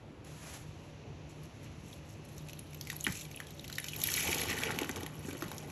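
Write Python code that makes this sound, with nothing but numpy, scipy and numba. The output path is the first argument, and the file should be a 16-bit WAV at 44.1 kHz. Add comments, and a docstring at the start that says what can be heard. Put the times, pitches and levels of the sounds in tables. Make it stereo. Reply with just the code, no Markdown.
"""Wringing a soapy sponge

Rubber-gloved hands lift a soaked sponge out of a plastic tub of soapy liquid and wring it, heard from close by.
Gloves hiss as sliding-friction noise; drops fall back as damped bubble rings with splash noise, blobs as low glugs.
Then foam hisses and squelches out and a stream gurgles, as dense crowds of small resonators driven by the squeeze.
Decaying noise gives the reflections of tub and room; shaped noise and a soft tone make the room hum."""
import sys
import numpy as np
from scipy import signal
from scipy.fft import rfft, irfft
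from scipy.io import wavfile
from numba import njit

SR = 44100
rng = np.random.default_rng(int(sys.argv[2]) if len(sys.argv) > 2 else 0)


def waveform_to_disk(signal):
    """Save audio, clipped to [-1, 1], as 16-bit WAV at the path in sys.argv[1]."""
    frames = np.transpose(np.atleast_2d(signal))
    scaled = np.clip(frames, -1, 1) * 32767
    samples = np.round(scaled).astype(np.int16)
    wavfile.write(sys.argv[1], SR, samples)


N = 251811
TIME = np.arange(N) / SR
FREQS = np.maximum(np.arange(N // 2 + 1) * SR / N, 1)

# spectrum of tiny foam bubbles: pitch_hz, level_db (relative)
FIZZ_SPECTRUM = [(3000, -24), (4800, -3), (6800, -3.5), (11200, 3.5), (12500, -0.5), (14000, 0)]
LIFT_S = 2.3   # the sponge is held up from here on


def sponge():
    """Forced flow through pores: air and soap burst more bubbles, and louder, as the squeeze grows, in spurts."""
    # pitch of the squelch, falls until 4.6 s, rises until 5.0 s, then falls again: time_s, pitch_ratio
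    pitch_curve = [(2.3, 1.56), (4.1, 0.98), (4.35, 0.93), (4.6, 0.77), (5.0, 0.94), (5.7, 0.83)]
    # spectrum of squelching bubbles: pitch_hz, level_db (relative)
    squelch_spectrum = [(950, -13), (1400, -8.5), (1750, -6.5), (2300, 1), (3000, 2.5), (4500, -8)]
    air = effort(sag_db_per_s=20)   # the fizz fades under a held squeeze as the air runs out
    soap = effort(sag_db_per_s=2.5)
    spurts = drift(60)

    fizz = bubbles(FIZZ_SPECTRUM, 2500 + 5000 * air, cycles=61, size_db=4.5)
    fizz = low_pass(fizz, 12560, order=14)
    fizz_gain = air * from_db(-33.5 + 2.0 * spurts)

    pitch = np.interp(TIME, *np.transpose(pitch_curve))
    squelch = bubbles(squelch_spectrum, 450 + 1100 * soap, cycles=24, size_db=2.5, pitch=pitch, rise=0.13)
    squelch = low_pass(squelch, 8300, order=2)
    squelch_gain = soap * from_db(-42 + 1.16 * spurts + 1.6 * drift(40))
    return fizz * fizz_gain + squelch * squelch_gain


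def effort(sag_db_per_s=0):
    """Force as an amplitude envelope: squeezes tighten, hold (sagging) and relax; their powers add to a light grip."""
    # squeezes of the hands: full_force_s, effort_db, hold_s
    squeezes = [(3.103, -16.5, 0.051), (4.175, 0, 0.4), (5.394, -16.5, 0.11)]
    grip_db, tighten_db_per_s, relax_db_per_s = -27.5, 48, 37.5
    power = (from_db(grip_db) * sets_in(LIFT_S, rise_s=0.02)) ** 2
    for s, db, hold in squeezes:
        t = TIME - s
        fade_db = tighten_db_per_s * np.maximum(-t, 0)
        fade_db += sag_db_per_s * np.clip(t, 0, hold)
        fade_db += relax_db_per_s * np.maximum(t - hold, 0)
        power = power + from_db(db - fade_db) ** 2
    return np.sqrt(power)


def stream():
    """Bubble entrainment by a falling jet: the flow lands after a delay and gurgles with large, low bubbles."""
    # spectrum of entrained bubbles: pitch_hz, level_db (relative)
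    gurgle_spectrum = [(70, 3.5), (130, 1), (230, 4), (320, -0.5), (430, 0), (560, -4), (740, -4),
                       (1300, -11)]
    fall_s, run_off_s = 0.13, 3.95   # delay of the flow; when the drips join into a stream
    follows = 0.55   # share of the effort's swing in dB that the flow takes
    landed = np.interp(TIME - fall_s, TIME, effort())
    flow = landed ** follows * sets_in(run_off_s, rise_s=0.0082)
    gurgle = bubbles(gurgle_spectrum, 650, cycles=10.7, size_db=1.2, rise=0.12)
    return flow * from_db(-44 + 2.0 * drift(25)) * gurgle


def drips():
    """Drop impact: a slap of splash noise, fine spray, a trapped bubble that rings on and a few droplets."""
    # the clearest drops: start_s, level_db, pitch_hz, splash_db, ring_db (lingering ring relative to the snap)
    drops = [(1.9287, -35.5, 3700, -51, -9), (2.38, -29.5, 6600, -39, -20), (2.485, -39, 2700, -35, -16),
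             (2.531, -39, 2860, -34.5, -10), (2.8103, -25, 4970, -26.5, -8), (2.8502, -37, 5760, -41, -6),
             (2.8707, -33, 2300, -32.5, -6), (2.8994, -27, 2050, -26.5, -9),
             (2.9275, -38.5, 1057, -33, -11), (3.0077, -20.5, 7200, -33, -11),
             (3.0457, -24.5, 3200, -36, 1), (3.0658, -12, 1960, -24.5, -24),
             (3.0787, -33, 2350, -29.5, -12), (3.1212, -38, 2600, -27, -14), (3.21, -28, 6240, -31, -17),
             (3.344, -37.5, 2830, -54, 5), (3.372, -34, 2820, -45, 2), (3.401, -26, 1800, -30, -16),
             (3.594, -29.5, 3950, -39, -12), (3.6419, -36.5, 2880, -38, -6), (3.678, -34, 4400, -32, -8),
             (3.6979, -36.5, 1430, -32.5, -18), (3.7258, -25, 4360, -29.5, -12),
             (3.7556, -28, 4820, -35, -7), (3.7822, -19.5, 1950, -21.5, -14.5),
             (3.8416, -29, 2420, -27, -24), (3.8832, -25.5, 3230, -28, -11), (3.933, -27.5, 2720, -32, -8),
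             (4.0157, -15.5, 6700, -25, -22), (4.0376, -22.5, 4220, -21.5, -9),
             (4.086, -26.5, 1920, -26, -12), (4.1005, -25.5, 3000, -24, -9),
             (4.1386, -16.5, 4650, -16.5, -12), (4.1495, -26, 2900, -37, -7), (4.1705, -26, 2500, -33, -7),
             (4.1782, -20, 2160, -30, -17), (4.203, -26, 3250, -35, -6), (4.2734, -24, 2430, -25, -17),
             (4.2784, -20.5, 2440, -27, -12), (4.2925, -25, 2420, -36, -8), (4.328, -20.5, 2490, -22, -8),
             (4.3444, -25, 3050, -18.5, -9), (4.382, -22, 7000, -24, -5), (4.4154, -30, 2860, -32, -12),
             (4.434, -36, 2150, -24, -16), (4.5014, -28, 2260, -27.5, -12), (4.51, -25, 2030, -34, -12),
             (4.5276, -24, 2080, -35, -10), (4.5764, -26, 1950, -38, -10), (4.6208, -25.5, 1700, -39, -17),
             (4.634, -16.5, 2450, -21, -16.5), (4.691, -28.5, 1440, -42, -12),
             (4.7048, -20, 1760, -38, -26), (4.7208, -29, 2120, -38, -11), (4.7596, -31, 2660, -39, -15),
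             (4.787, -16, 2440, -22, -24), (4.813, -28, 2900, -26, -14), (4.8312, -26, 2770, -29, -22),
             (4.8433, -30.5, 1400, -33, -21), (4.8923, -21.5, 1750, -26, -32),
             (4.912, -21.5, 6300, -41, -22), (4.9589, -32.5, 2540, -29, -9), (4.967, -34, 1130, -30.5, -22),
             (5.0308, -34, 2340, -27, -16), (5.0623, -31.5, 2010, -26.5, -16),
             (5.3093, -30, 2550, -36, -16), (5.4216, -25, 1286, -29.5, -18),
             (5.4225, -31.5, 3700, -40, -10), (5.5147, -32, 920, -28.5, -23), (5.5803, -25, 6590, -30, -16),
             (5.6992, -37, 2570, -37.5, -14)]
    contact_s = 0.001109   # contact comes this long after start_s
    splash_edge_hz = 2200   # a splash starts between this and its bubble's pitch: small drops sound thinner
    out = np.zeros(N)
    for s, db, hz, splash_db, ring_db in drops + dribble():
        hit = s + contact_s
        bubble = blip(hz, cycles=4.3, sag=0.25, ring_db=ring_db)
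        add(out, hit, from_db(db - 2.5) * bubble)

        splash = burst(np.sqrt(hz * splash_edge_hz), 13800, t60=0.018)
        add(out, hit, from_db(splash_db) * low_pass(splash, 12500, order=8))

        spray_hz = 11440 * rng.uniform(0.92, 1.08)
        add(out, hit, from_db(splash_db - 8.5) * blip(spray_hz, cycles=160))

        # two droplets land within 25 ms, up to half an octave higher or lower
        for late, small in rng.random((2, 2)):
            droplet = blip(hz * 2 ** (small - .5), cycles=19)
            add(out, hit + late * 0.025, from_db(db - 19.5) * droplet)
    return out


def dribble():
    """Random arrivals (Poisson): small drops, louder under a harder squeeze, in rows as for the clear drops."""
    drops_per_s, follows = 14, 0.35   # follows: share of the effort's dB
    at = np.flatnonzero((rng.random(N) < drops_per_s / SR) & (TIME > LIFT_S))
    size, octave = np.clip(rng.standard_normal((len(at), 2)), -2, 2).T
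    effort_db = 20 * np.log10(effort()[at])
    db = -32.5 + follows * effort_db + 1.5 * size
    hz = 3210 * 2 ** (0.43 * octave)
    ring_db = rng.uniform(-15, -8, len(at))
    return list(zip(TIME[at], db, hz, db + 2, ring_db))


def thumps():
    """Low-frequency resonance: each thump gives a glug that sags in pitch, a slosh and a brief spatter."""
    # low thumps, a nudge of the tub at 1.1 s, then blobs thumping the liquid and the tub:
    # start_s, level_db, pitch_hz, cycles (swings until 60 dB down)
    low_knocks = [(1.103, -44, 139, 13), (3.0708, -24, 268, 6.5), (3.083, -31, 186, 11),
                  (3.098, -32, 122, 8.9), (4.29, -33, 430, 20), (4.509, -30.5, 270, 7.6),
                  (4.54, -34, 440, 26), (4.773, -36, 192, 5.9), (4.8171, -26, 308, 13),
                  (4.8966, -29.5, 260, 9.2), (4.977, -37, 123, 8), (5.032, -33.5, 305, 18),
                  (5.25, -34.5, 230, 8.5), (5.284, -29, 294, 6), (5.33, -34, 290, 7),
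                  (5.3491, -31.5, 340, 7.2), (5.4244, -26, 323, 12), (5.454, -39, 176, 6.5)]
    slosh_cycles = 21
    out = np.zeros(N)
    for s, db, hz, cycles in low_knocks:
        add(out, s, from_db(db - 2.0) * blip(hz, cycles, sag=0.13))
        add(out, s, from_db(db - 8.5) * burst(hz / 3, 1.72 * hz, t60=slosh_cycles / hz))
        add(out, s, from_db(db - 13.5) * burst(440, 1950, t60=0.11))
    return out


def pops():
    """Film rupture: large soap bubbles burst with a short noise tick and a very high damped ring."""
    # bursting bubbles: start_s, level_db
    films = [(0.2478, -50), (2.592, -33), (2.745, -37), (2.9646, -29), (3.041, -22), (3.361, -32),
             (3.8003, -29.5), (3.9638, -28.5), (4.037, -16.5), (4.0716, -18.5), (4.1649, -26.5)]
    out = np.zeros(N)
    for s, db in films:
        hz = 11600 * rng.uniform(0.905, 1.066)
        add(out, s + 0.00077, from_db(db + 4.5) * blip(hz, cycles=66))
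        add(out, s + 0.00092, from_db(db - 7.0) * burst(5100, 12400, t60=0.0088))
    return out


def glove():
    """Sliding friction: rubber on wet pores hisses with slight random unevenness; grips squish out tiny bubbles."""
    # glove brushing over the sponge: time_s, level_db (relative)
    rub = [(0.245, -66.5), (0.36, -67.5), (0.47, -60.5), (0.55, -58.5), (0.6, -66.5), (0.72, -79),
           (0.9, -76.5), (1.1, -115), (1.35, -78), (2.5, -79.5)]
    # spectrum of the friction noise: frequency_hz, level_db (per Hz, relative)
    rub_spectrum = [(200, -25), (600, 10.5), (1200, 7), (2600, 5), (4500, 1), (7000, 6.5), (11000, 4.5),
                    (12300, 0.5), (13500, -32)]
    # fingers squishing the sponge: middle_s, level_db, length_s (time from the middle to 1/e)
    grips = [(1.308, -54.5, 0.019), (1.446, -54, 0.017), (1.645, -54.5, 0.017), (1.91, -55, 0.076),
             (2.112, -56, 0.048), (2.256, -51.5, 0.0088), (2.293, -52.5, 0.009), (2.502, -47, 0.0075),
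             (2.906, -46, 0.037), (3.169, -42, 0.062), (5.277, -46, 0.028)]
    s, rub_db = np.transpose(rub)
    level = from_db(np.interp(TIME, s, rub_db, left=-120, right=-120))
    unevenness = from_db(13.0 + 1.5 * drift(70.1))
    slide = level * unevenness * noise(from_db(at_hz(rub_spectrum, FREQS)))

    grip = sum(from_db(db) * swell(middle, length) for middle, db, length in grips)
    gurgle = bubbles([(1500, -8.0), (2600, 30), (4200, -25.0)], 620, cycles=42, size_db=-6.5)
    fizz = low_pass(bubbles(FIZZ_SPECTRUM, 5400, cycles=16, size_db=6.0), 11700, order=10)
    return slide + grip * from_db(-13.5) * gurgle + grip * fizz


def crease():
    """Crackle noise: the gloves rustle dully, in many tiny damped rings, as the fingers close on the sponge."""
    spectrum = [(450, -3), (1400, -6), (2400, 1), (3400, -8)]
    rustle = bubbles(spectrum, 3000, cycles=7.2, size_db=2.5)
    return swell(1.636, 0.11) * from_db(-61.5 + 2 * drift(45)) * rustle


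def nudge():
    """Wall vibration: the tub gives a short, dull rumble as a hand shifts a sponge against it."""
    spectrum = [(50, -25), (100, 4), (220, -24), (420, -8.5), (1500, -39), (6000, -70)]
    return from_db(-47) * swell(1.082, 0.051) * noise(from_db(at_hz(spectrum, FREQS)))


def echoes(x, delay, t60, dull_hz):
    """Diffuse reverberation: dense reflections, different at each port, that die away with dulled treble."""
    t = TIME[:SR // 2]
    onset = np.clip(t / delay - 1, 0, 1)
    tail = rng.standard_normal((2, len(t))) * from_db(-60 * t / t60) * onset
    tail /= np.sqrt(np.sum(tail ** 2, axis=1, keepdims=True))
    return signal.fftconvolve(x[None], low_pass(tail, dull_hz, order=1), axes=1)[:, :N]


def room_tone():
    """Broadband and resonant noise: low ventilation rumble, wavering hum lines, a faint hiss and a steady tone."""
    # spectrum of the rumble: frequency_hz, level_db (per Hz, relative)
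    rumble_spectrum = [(20, -37), (40, -16.5), (70, -5), (110, -3.5), (190, -11), (300, -11), (560, -18),
                       (900, -22.5), (1500, -30), (2600, -31), (4500, -39.5), (11500, -47.5), (14000, -72)]
    # hum lines: frequency_hz, width_hz, level_db (before the common lift)
    hum_lines = [(85.2, 5.9, -63), (106.8, 6.3, -63.5), (153.2, 14, -60), (315.6, 12, -67),
                 (569.5, 7.8, -68.5)]
    # spectrum of the hiss: frequency_hz, level_db (per Hz, relative)
    hiss_spectrum = [(800, -24), (1600, 2), (2200, 7), (2650, 11.5), (3300, 3), (4200, 4), (5000, -1.5),
                     (5800, 4.5), (7000, -1.5), (11500, -67), (13000, -46)]
    hiss_start_s, tone_hz, hum_lift_db = 0.232, 150.4, 1.5
    rumble = from_db(-48) * noise(from_db(at_hz(rumble_spectrum, FREQS)))

    # narrow noise bands; their powers add
    lines = sum(from_db(db) ** 2 / width / (1 + ((FREQS - hz) / width * 2) ** 2) ** 2
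                for hz, width, db in hum_lines)
    hum_gain = np.sqrt(sum(from_db(db) ** 2 for hz, width, db in hum_lines))
    hum = from_db(hum_lift_db) * hum_gain * noise(np.sqrt(lines))

    # hiss and tone set in suddenly together and stay
    hiss = noise(from_db(at_hz(hiss_spectrum, FREQS)))
    hiss = from_db(-62) * sets_in(hiss_start_s, rise_s=0.017) * hiss
    tone = np.sin(2 * np.pi * tone_hz * TIME + 0.11 * drift(3.0))
    tone = from_db(-51.5) * sets_in(hiss_start_s, rise_s=0.015) * tone
    return rumble + hum + tone + hiss


def bubbles(spectrum, per_s, cycles, size_db, pitch=1, rise=0):
    """Superposed damped oscillators of random size and pitch, rising by a share; pitch slides the spectrum; rms 1."""
    rate, slide = per_s * np.ones(N), pitch * np.ones(N)
    chance, place, size, sign = rng.random((4, N))
    at = np.flatnonzero(chance < rate / SR)
    low_hz, high_hz = spectrum[0][0], spectrum[-1][0]
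    hz = low_hz * (high_hz / low_hz) ** place[at]
    db = size_db * np.minimum(-np.log(1 - size[at]), 3.5) + at_hz(spectrum, hz / slide[at])
    # dividing by the root of the rate keeps denser crowds equally strong
    height = from_db(db) * hz * np.sign(sign[at] - .5) / np.sqrt(rate[at])
    turn, length = 2 * np.pi * hz / SR, cycles * SR / hz
    fade, glide = np.log(1000) / length, rise * turn / length
    return rms_one(ring_each(at, height, turn, fade, glide, length.astype(np.int64), N))


@njit
def ring_each(at, size, turn, fade, glide, length, total):
    """Complex rotation: sums damped swings, each with its own start, size, pitch, decay and glide."""
    out = np.zeros(total)
    for k in range(len(at)):
        swing, step, bend = size[k] + 0j, np.exp(1j * turn[k] - fade[k]), np.exp(1j * glide[k])
        out[at[k]] += size[k] / 2
        for i in range(at[k] + 1, min(at[k] + length[k], total)):
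            swing *= step
            step *= bend
            out[i] += swing.real
    return out


def blip(hz, cycles, sag=0, ring_db=-120):
    """Damped bubble resonance: swells within a cycle, sags in pitch by a share, dies; a ring may linger; peak 1."""
    settle_cycles, ring_cycles = 2.6, 51
    age = hz * TIME[:8192]   # in cycles
    turns = age + sag * (settle_cycles * (1 - np.exp(-age / settle_cycles)) - age / 2)
    fade = from_db(-60 * age / cycles) + from_db(ring_db - 60 * age / ring_cycles)
    wave = np.sin(2 * np.pi * turns) * fade * (1 - np.exp(-np.pi * age))
    # a small source radiates little below its pitch
    wave = signal.sosfilt(signal.butter(2, hz / 2, "high", fs=SR, output="sos"), wave + 1e-18)
    return wave / np.abs(wave).max()


def burst(low_hz, high_hz, t60):
    """Exponential decay of band-limited splash noise, peak 1."""
    t = TIME[:8192]
    splash = rng.standard_normal(len(t)) * from_db(np.maximum(-60 * t / t60, -200))
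    splash = signal.sosfilt(signal.butter(2, [low_hz, high_hz], "band", fs=SR, output="sos"), splash)
    return splash / np.abs(splash).max()


def noise(shape):
    """Spectral shaping: stereo noise with the given gain per frequency, rms 1."""
    return rms_one(irfft(rfft(rng.standard_normal((2, N))) * shape, N))


def drift(rate):
    """Slow random modulation: joined random points, rate of them a second, rms 1."""
    knots = rng.standard_normal(4000)
    return rms_one(np.interp(TIME * rate, np.arange(len(knots)), knots))


def swell(middle_s, length_s):
    """Gaussian envelope, peak 1."""
    return np.exp(-((TIME - middle_s) / length_s) ** 2)


def sets_in(s, rise_s):
    """Linear onset: a gain that goes from 0 to 1 just after time s."""
    return np.clip((TIME - s) / rise_s, 0, 1)


def low_pass(x, hz, order):
    """Butterworth low-pass."""
    return signal.sosfilt(signal.butter(order, hz, fs=SR, output="sos"), x)


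def at_hz(points, hz):
    """Interpolation of a spectrum on a log-frequency axis."""
    f, value = np.transpose(points)
    return np.interp(np.log(hz), np.log(f), value)


def from_db(db):
    """Decibels to amplitude gain."""
    return 10 ** (np.asarray(db) / 20)


def rms_one(x):
    """Normalisation to rms 1."""
    return x / np.sqrt(np.mean(x ** 2) + 1e-20)


def add(out, s, sound):
    """Superposition: mix a short sound in at time s."""
    at = max(int(s * SR), 0)
    out[at:at + len(sound)] += sound[:max(N - at, 0)]


def scene():
    """Direct and reflected sound: the wet sounds also return from the tub walls and from the room."""
    wet = sponge() + stream() + drips() + pops() + thumps()
    # the thin walls let the bass through
    reflected = signal.sosfilt(signal.butter(2, 700, "high", fs=SR, output="sos"), wet)
    tub = from_db(-4.5) * echoes(reflected, delay=0.0012, t60=0.014, dull_hz=10200)
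    room = from_db(-7.0) * echoes(wet, delay=0.0043, t60=0.31, dull_hz=6300)
    return wet + tub + room + glove() + crease() + nudge() + room_tone()


def record(dry):
    """Two-port reception: close ports differ in phase, spread and level by frequency; the top falls off steeply."""
    # phase between the microphone ports: frequency_hz, left_lead_rad
    port_phase = [(20, 0), (350, -.15), (700, -1.1), (1200, -.1), (2000, .1), (2700, .6), (3900, .7),
                  (4500, 1.5), (4800, 3.1), (5300, 4.9), (5800, 6.2), (6300, 6.4), (7900, 8.2), (8700, 9.3),
                  (9500, 9.5), (11300, 11.4), (12200, 12.5)]
    # gain of the difference between the ports: frequency_hz, level_db
    port_spread = [(60, -35), (200, -18), (450, -7.5), (1000, 2), (1800, -9.5), (3000, 1.5), (4500, 0.5),
                   (6000, -5), (7500, -17), (9000, -19.5), (11000, 7.5), (13000, -9)]
    # level difference between the ports: frequency_hz, left_excess_db
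    port_balance = [(50, -1), (140, 0.75), (500, 1), (1100, -1), (4000, -0.9), (8000, 0)]
    left, right = rfft(dry)
    mid = (left + right) / 2
    side = (left - right) / 2 * from_db(at_hz(port_spread, FREQS))
    # half of each difference goes to either port
    turn = np.exp(.5j * at_hz(port_phase, FREQS)) * from_db(at_hz(port_balance, FREQS) / 2)
    pair = irfft(np.array([(mid + side) * turn, (mid - side) / turn]), N) * from_db(0.22)
    pair = low_pass(pair, 11350, order=3)
    # 60 dB down from 16.5 kHz upward
    return signal.sosfilt(signal.cheby2(12, 60, 16500, fs=SR, output="sos"), pair)


dry = scene()
out = record(dry)
waveform_to_disk(out)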